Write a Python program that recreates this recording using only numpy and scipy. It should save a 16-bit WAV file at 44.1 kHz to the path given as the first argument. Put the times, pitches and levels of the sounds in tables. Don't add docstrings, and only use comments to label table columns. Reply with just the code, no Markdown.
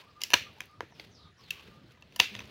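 import sys
import numpy as np
from scipy import signal
from scipy.fft import rfft, irfft
from scipy.io import wavfile
from scipy.ndimage import uniform_filter1d

SR = 44100
rng = np.random.default_rng(int(sys.argv[2]) if len(sys.argv) > 2 else 0)


def generate_wav(sig):
    pcm = np.round(np.clip(np.atleast_2d(sig).T, -1, 1) * 32767).astype(np.int16)
    wavfile.write(sys.argv[1], SR, pcm)


def linear_from_db(decibels):
    return 10 ** (np.asarray(decibels, float) / 20)


N = 110250


def evened(x):
    return x / np.sqrt(np.mean(x ** 2) + 1e-20)


def smooth_noise(length, window):
    return evened(uniform_filter1d(rng.standard_normal(length), window))


def read(points, hz):
    f, value = np.transpose(points)
    return np.interp(np.log(hz + 1), np.log(f + 1), value)


def follow(points):
    return np.interp(np.arange(N) / SR, *np.transpose(points))


def add(mix, start_s, sound):
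    part = mix[round(start_s * SR):][:len(sound)]
    part += sound[:len(part)]


def resonate(x, hz, width_hz):
    turn = np.exp(2j * np.pi * np.cumsum(hz * np.ones(len(x))) / SR)
    r = np.exp(-np.pi * width_hz / SR)
    return 2 * (turn * signal.lfilter([1 - r], [1, -r], x / turn)).real


def coloured(x, spectrum, patchy_db):
    hz, t, z = signal.stft(x, SR, nperseg=512)
    patches = uniform_filter1d(rng.standard_normal(z.shape), 6, axis=0)
    patches = evened(uniform_filter1d(patches, 10, axis=1))
    gain = linear_from_db(read(spectrum, hz)[:, None] + patchy_db * patches)
    return evened(signal.istft(z * gain, SR, nperseg=512)[1][:N])


def rustle():
    # time_s [s], level_db [dB]
    stir = [(0, -53), (.07, -69.5), (.19, -72.5), (0.639, -63), (0.721, -85), (.93, -70.5), (1.017, -55.5),
            (1.12, -70.5), (1.36, -94.5), (1.401, -63), (1.66, -57.5), (1.83, -73), (1.91, -65),
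            (1.97, -72), (2.03, -79), (2.1, -67.5), (2.33, -53), (2.5, -58.5)]
    # pitch_hz [Hz], level_db [dB per Hz]
    spectrum = [(88, -49.5), (150, -24), (406, 5.5), (601, -5), (1600, -4.5), (2810, 0), (4320, -5),
                (8070, -24), (16000, -22)]
    grains_per_s, spread_db = 5700, 0.5
    sizes = linear_from_db(spread_db * np.minimum(rng.exponential(1, N), 5))
    grains = sizes * (rng.random(N) < grains_per_s / SR) * rng.choice([-1., 1.], N)
    clumps_db = 2.1 * smooth_noise(N, 500)
    return coloured(grains, spectrum, patchy_db=0.0) * linear_from_db(clumps_db + follow(stir))


def grip():
    # time_s [s], level_db [dB]
    pressure = [(0, -64.5), (.3, -65.5), (.4, -52.5), (.6, -62.5), (1, -62.5), (1.15, -58.5),
                (1.247, -67.5), (1.5, -74), (1.7, -56.5), (2, -63.5), (2.15, -63), (2.25, -62.5),
                (2.4, -52), (2.5, -57)]
    # pitch_hz [Hz], level_db [dB per Hz]
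    spectrum = [(50, -8.5), (110, 7), (200, -6.5), (420, -9.5), (700, -15), (1500, -64.5)]
    return coloured(rng.standard_normal(N), spectrum, patchy_db=2.26) * linear_from_db(follow(pressure))


def town_hum():
    # pitch_hz [Hz], level_db [dB per Hz]
    spectrum = [(40, -5), (110, 3), (300, -15), (936, -18), (4370, -22.5), (8140, -41.5), (13000, -51.5),
                (15500, -43.5)]
    return linear_from_db(-61) * coloured(rng.standard_normal(N), spectrum, patchy_db=2.7)


def bird():
    # start_s [s], length_s [s], level_db [dB], pitch_hz [Hz]
    coos = [(0.012, 0.044, -62, 1040), (0.057, 0.062, -62.5, 1201), (0.153, 0.08, -60.5, 1213),
            (0.438, 0.074, -60.5, 1197), (0.561, 0.04, -63, 897), (0.663, 0.14, -65, 1215),
            (1.191, 0.12, -67, 1240), (1.376, 0.045, -66, 1098), (1.549, 0.084, -63.5, 1142),
            (1.659, 0.18, -68, 1205), (1.9, 0.14, -75.5, 1229)]
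    blur_width_hz, pitch_arch = 38, 0.074
    out = np.zeros(N)
    for start_s, length_s, level_db, pitch_hz in coos:
        arch = np.sin(np.pi * np.linspace(0, 1, round(length_s * SR))) ** 0.32
        track = pitch_hz * (1 - pitch_arch + pitch_arch * arch)
        blur = evened(resonate(rng.standard_normal(SR // 2)[:arch.size], track, blur_width_hz))
        tone = np.sin(2 * np.pi * np.cumsum(track) / SR)
        add(out, start_s, linear_from_db(level_db) * arch * (tone + 0.93 * blur))
    return out


def blade_slides():
    # start_s [s], length_s [s], level_db [dB], from_hz [Hz], to_hz [Hz]
    strokes = [
        (0.091, 0.038, -70, 4870, 4800),
        (0.902, 0.13, -70.5, 6200, 5000),
        (1.103, 0.22, -62.5, 6200, 3750),
        (1.14, 0.13, -68, 6340, 4670),
        (1.367, 0.29, -61.5, 5600, 3000),
    ]
    width_hz = 730
    out = np.zeros(N)
    for start_s, length_s, level_db, from_hz, to_hz in strokes:
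        u = np.linspace(0, 1, round(length_s * SR))
        hz = to_hz + (from_hz - to_hz) * np.exp(-(u / 0.32) ** 2.1)
        noise = rng.standard_normal(SR // 2)[:u.size]
        hiss = resonate(resonate(noise, hz, width_hz), hz, width_hz)
        add(out, start_s, linear_from_db(level_db) * np.sin(np.pi * u) ** 0.67 * evened(hiss))
    return out


def ring(modes, detune, damping):
    t = np.arange(2500) / SR
    rows = []
    for k, ((hz, level_db, t60_s), d) in enumerate(zip(modes, detune)):
        decay = linear_from_db(level_db - 60 * t / (t60_s * damping))
        rows.append((-1) ** k * decay * np.sin(2 * np.pi * hz * d * t))
    return np.array(rows)


def crack(body, burst_s, wood_db, fizz_db):
    # pitch_hz [Hz], level_db [dB], t60_s [s]
    wood = [(323, -8.5, 0.031), (513, -9, 0.045), (680, -3, 0.026), (974, 0, 0.039), (1250, -2.5, 0.012),
            (1786, -3.5, 0.052)]
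    # pitch_hz [Hz], level_db [dB], t60_s [s]
    fizz = [(8580, -8.5, 0.0026), (10900, -0.5, 0.0036), (12510, -2.5, 0.0028), (14800, -0.5, .003)]
    clicks_per_s, first_db, detune_share = 5000, 4, 0.002
    t = np.arange(1000) / SR
    clicks = rng.standard_normal(t.size) * (rng.random(t.size) < clicks_per_s / SR)
    spray = clicks * np.exp(-(t / burst_s) ** 2)
    spray[0] = -linear_from_db(first_db)
    detune = 1 + detune_share * rng.standard_normal((3, 14))
    front, side = 0, 0
    for modes, d, level_db in zip((body, wood, fizz), detune, (0, wood_db, fizz_db)):
        rows = ring(modes, d, damping=0.9)
        rung = signal.fftconvolve(spray[None], rows, axes=1)
        full = (np.linalg.norm(rows, axis=1) / np.linalg.norm(rung, axis=1)) @ rung
        full *= linear_from_db(level_db) / abs(full).max()
        front = front + full
        spectra = rfft(ring(modes, d, damping=0.3), axis=1)
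        blurred = np.roll(irfft(np.linalg.norm(spectra, axis=0)), 100)
        blurred *= np.linalg.norm(full) / np.linalg.norm(blurred)
        side = side + np.pad(blurred, (0, t.size - 1))
    return front, side


def shears():
    # pitch_hz [Hz], level_db [dB], t60_s [s]
    cracks = [
        (0.206, -44, 0.004, -14.5, -8),
        (.211, -41.5, .005, -15.5, -11),
        (0.245, -39, 0.005, -23, -19.5),
        (0.3037, -27.5, 0.0021, -12.5, -4.5),
        (.312, -34.5, 0.002, -21.5, -6.5),
        (0.319, -33.5, 0.0071, -5.5, -11),
    ]
    ticks = [
        (.537, -64, 0.0023, -4, 4),
        (0.585, -54, 0.00092, -20, -6),
        (0.657, -62, 0.0014, -21.5, 14),
        (.712, -69.5, 0.00073, -20, 5),
        (.885, -68, .001, -10, 1),
        (.922, -63.5, 0.0028, 15, -27),
        (1.973, -62, 0.0024, 6.5, -35),
        (1.919, -54, .004, -14, -8),
        (2.011, -64, .001, -20, 2),
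        (2.123, -48, 0.0034, -16, -17.5),
    ]
    blade = [(1650, -9, 0.017), (2220, -7.5, 0.015), (2369, -7.5, 0.032), (2710, 3.5, 0.012),
             (3130, -4, 0.011), (3640, -1, 0.0065), (4457, -9, 0.012), (4874, -9.5, 0.017),
             (6024, -2, .008), (7200, -11, 0.005)]
    splits = [
        (0.2166, -24.5, 0.0028, -20.5, -7.5),
        (0.236, -16.5, 0.0012, -33.5, -4),
        (0.2366, -24.5, 0.0036, -31, -21),
        (2.161, -31, 0.0037, -10, -3.5),
        (0.33, -56, 0.0013, -18.5, -2),
        (2.454, -49, .004, -20, -12),
    ]
    fibre = [(2090, -12, 0.023), (2830, 1, 0.015), (3330, 0.5, 0.0073), (3500, -1.5, 0.0035),
             (4800, 4, 0.0066), (5600, -3.5, 0.015), (5840, -2, 0.0087), (7170, -5.5, 0.012)]
    snaps = [
        (.3345, -9, 0.0022, -6.5, -15.5),
        (0.3387, -1.5, 0.0035, -15.5, -18.5),
    ]
    root = [(1300, -13, 0.017), (1680, -3.5, 0.013), (2114, -14.5, 0.02), (2400, 1, 0.015),
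            (2870, 4, 0.013), (3300, -5, 0.0057), (3550, -8, 0.029), (3890, -6, 0.011), (4290, -4, 0.021),
            (5010, -11.5, 0.0081), (5840, -5, 0.016), (6500, -9, 0.011), (7620, -17, .009)]
    cuts = [
        (2.1926, -26, 0.017, -10, -5),
        (2.1982, -13, 0.0015, -12, -22),
        (2.1993, -12, 0.0014, -10, -26),
        (2.2005, -2, 0.0016, -29, -18),
        (2.2215, -38, 0.0022, -27, -30),
        (2.2256, -26, .002, -25, -28),
        (2.242, -26, 0.0023, -30, -24),
        (2.2557, -28.5, 0.0025, -37, -30),
    ]
    cut_root = [(1540, -22, 0.024), (1960, -11.5, 0.0067), (2150, -17, 0.024), (2710, 3, 0.013),
                (3700, -1.5, .011), (4030, -9.5, 0.015), (4690, -9, 0.017), (6070, -7, 0.0083),
                (7300, -19, 0.0091)]
    handle = ([(0.6042, -42, 0.00087, -23, -15), (0.6053, -22.5, 0.0025, -20.5, -14.5),
              (0.617, -37, 0.0013, -9, -18)], [(1730, -0.5, 0.011), (2500, 0.5, .012), (3260, -3.5, 0.0099),
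              (3880, -18, .015), (5000, -13, .01), (6030, -11, 0.013), (7200, -12, 0.0056)])
    stump = ([(.8066, -19.5, 0.00023, -12.5, -28.5)], [(431, -4.5, 0.023), (960, 7, 0.0043),
             (1650, 6, 0.006), (2090, -1, 0.0089), (3060, -12, 0.015), (3730, -11.5, 0.0054),
             (4800, -11.5, 0.0049), (6360, -19.5, 0.013)])
    bark = ([(0.9971, -30.5, 0.0024, -39, -19.5)], [(500, -6.5, 0.013), (2070, -3, 0.017),
            (3270, 0, 0.0063), (4400, 1, 0.0088), (5800, -15, .01), (6300, -18, 0.014)])
    latch = ([(1.506, -19, 0.0031, -48, -11.5), (1.5954, -41, 0.0015, -15, -28),
             (2.023, -42.5, 0.0034, -9, -22)], [(1770, -17, 0.021), (2300, -9, 0.004), (2690, 0.5, 0.02),
             (3210, -5, 0.009), (3696, -12.5, 0.02), (4360, -8.5, 0.0083), (5440, -17, 0.016),
             (6120, -11.5, 0.0079), (6670, -24, 0.021), (7200, -20, 0.011)])
    chips = ([(2.3512, -26.5, 0.0019, -14.5, -32), (2.3645, -36, 0.0014, -20, -20),
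             (2.39, -34.5, .003, -20, -20), (2.404, -34, 0.0023, -7.5, -25)], [(2100, 0.5, 0.0059),
             (3000, 0, 0.0085), (3610, 1.5, 0.0052), (5000, -7, 0.0047), (6200, -16, 0.023)])
    soil = ([(2.3928, -30, 0.0013, -20, -19)], [(2160, 6.5, 0.0054), (2690, 6, 0.0087), (5000, -10, .006),
            (5960, -8, 0.017)])
    groups = [(cracks + ticks, blade), (splits, fibre), (snaps, root), (cuts, cut_root),
              handle, stump, bark, latch, chips, soil]
    out, wall = np.zeros((4, N)), 0
    for events, body in groups:
        for start_s, level_db, burst_s, wood_db, fizz_db in events:
            wall = wall % 3 + 1
            front, side = crack(body, burst_s, wood_db, fizz_db)
            add(out[0], start_s, linear_from_db(level_db) * front)
            add(out[wall], start_s, linear_from_db(level_db) * side)
    return out


def thuds():
    # start_s [s], level_db [dB], pitch_hz [Hz], t60_s [s]
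    bumps = [
        (0.342, -37.5, 74.5, 0.11),
        (.829, -38.5, 463, 0.027),
        (.831, -40.5, 324, .05),
        (1.683, -44, 394, 0.041),
        (2.201, -28, 90.5, 0.043),
        (2.313, -45.5, 204.4, 0.48),
        (2.351, -47, 108, 0.6),
        (2.391, -44, 73, 0.21),
    ]
    out, t = np.zeros(N), np.arange(SR // 4) / SR
    for start_s, level_db, pitch_hz, t60_s in bumps:
        wobble = 1 + 0.28 * smooth_noise(t.size, 300)
        swell = np.minimum(t * pitch_hz, 1)
        tone = np.sin(2 * np.pi * pitch_hz * t)
        add(out, start_s, linear_from_db(level_db - 60 * t / t60_s) * wobble * swell * tone)
    return out


def cricket():
    pitch_hz, width_hz, level_db = 9840, 250, -93
    start_s, end_s = 0.59, 1.4
    t = np.arange(N) / SR
    on = uniform_filter1d(1. * (t > start_s) * (t < end_s), 2000)
    line = resonate(resonate(rng.standard_normal(N), pitch_hz, width_hz), pitch_hz, width_hz)
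    return linear_from_db(level_db) * on * evened(line)


def yard(x):
    # pitch_hz [Hz], t60_s [s]
    decay = [(200, 0.16), (1000, 0.13), (2500, 0.38), (6000, 0.25), (12000, 0.24)]
    # pitch_hz [Hz], level_db [dB]
    colour = [(200, 3), (1000, 0), (2500, 0), (6000, 3), (8700, -3.5), (15000, 3.5)]
    taps = np.zeros(SR)
    at = np.arange(200, SR - 20, 20)
    strength = linear_from_db(1.4 * smooth_noise(at.size, 8))
    taps[at + rng.integers(0, 20, at.size)] = rng.choice([-1., 1.], at.size) * strength
    hz, t, z = signal.stft(taps, SR, nperseg=256)
    fade = linear_from_db(read(colour, hz)[:, None] - 60 * t / read(decay, hz)[:, None])
    tail = signal.istft(z * fade, SR, nperseg=256)[1]
    return linear_from_db(-13.5) * signal.fftconvolve(x, tail / np.linalg.norm(tail))[:N]


def scene():
    front, *sides = shears()
    echo = sum(yard(side) for side in sides)
    near = front + echo + thuds() + rustle() + grip() + blade_slides()
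    far = town_hum() + bird() + cricket()
    return (near + far)[None]


def band_limit(x):
    return signal.sosfilt(signal.butter(12, 17130, fs=SR, output="sos"), x)


def record(dry):
    low_hz, edge_hz = 70, 15900
    thin = signal.sosfilt(signal.butter(3, low_hz, "high", fs=SR, output="sos"), dry)
    low_pass = signal.firwin(255, edge_hz, window=("kaiser", 2.5), fs=SR)
    mix = signal.oaconvolve(thin, low_pass[None], "same")
    return band_limit(mix)


dry = scene()
out = record(dry)
generate_wav(out)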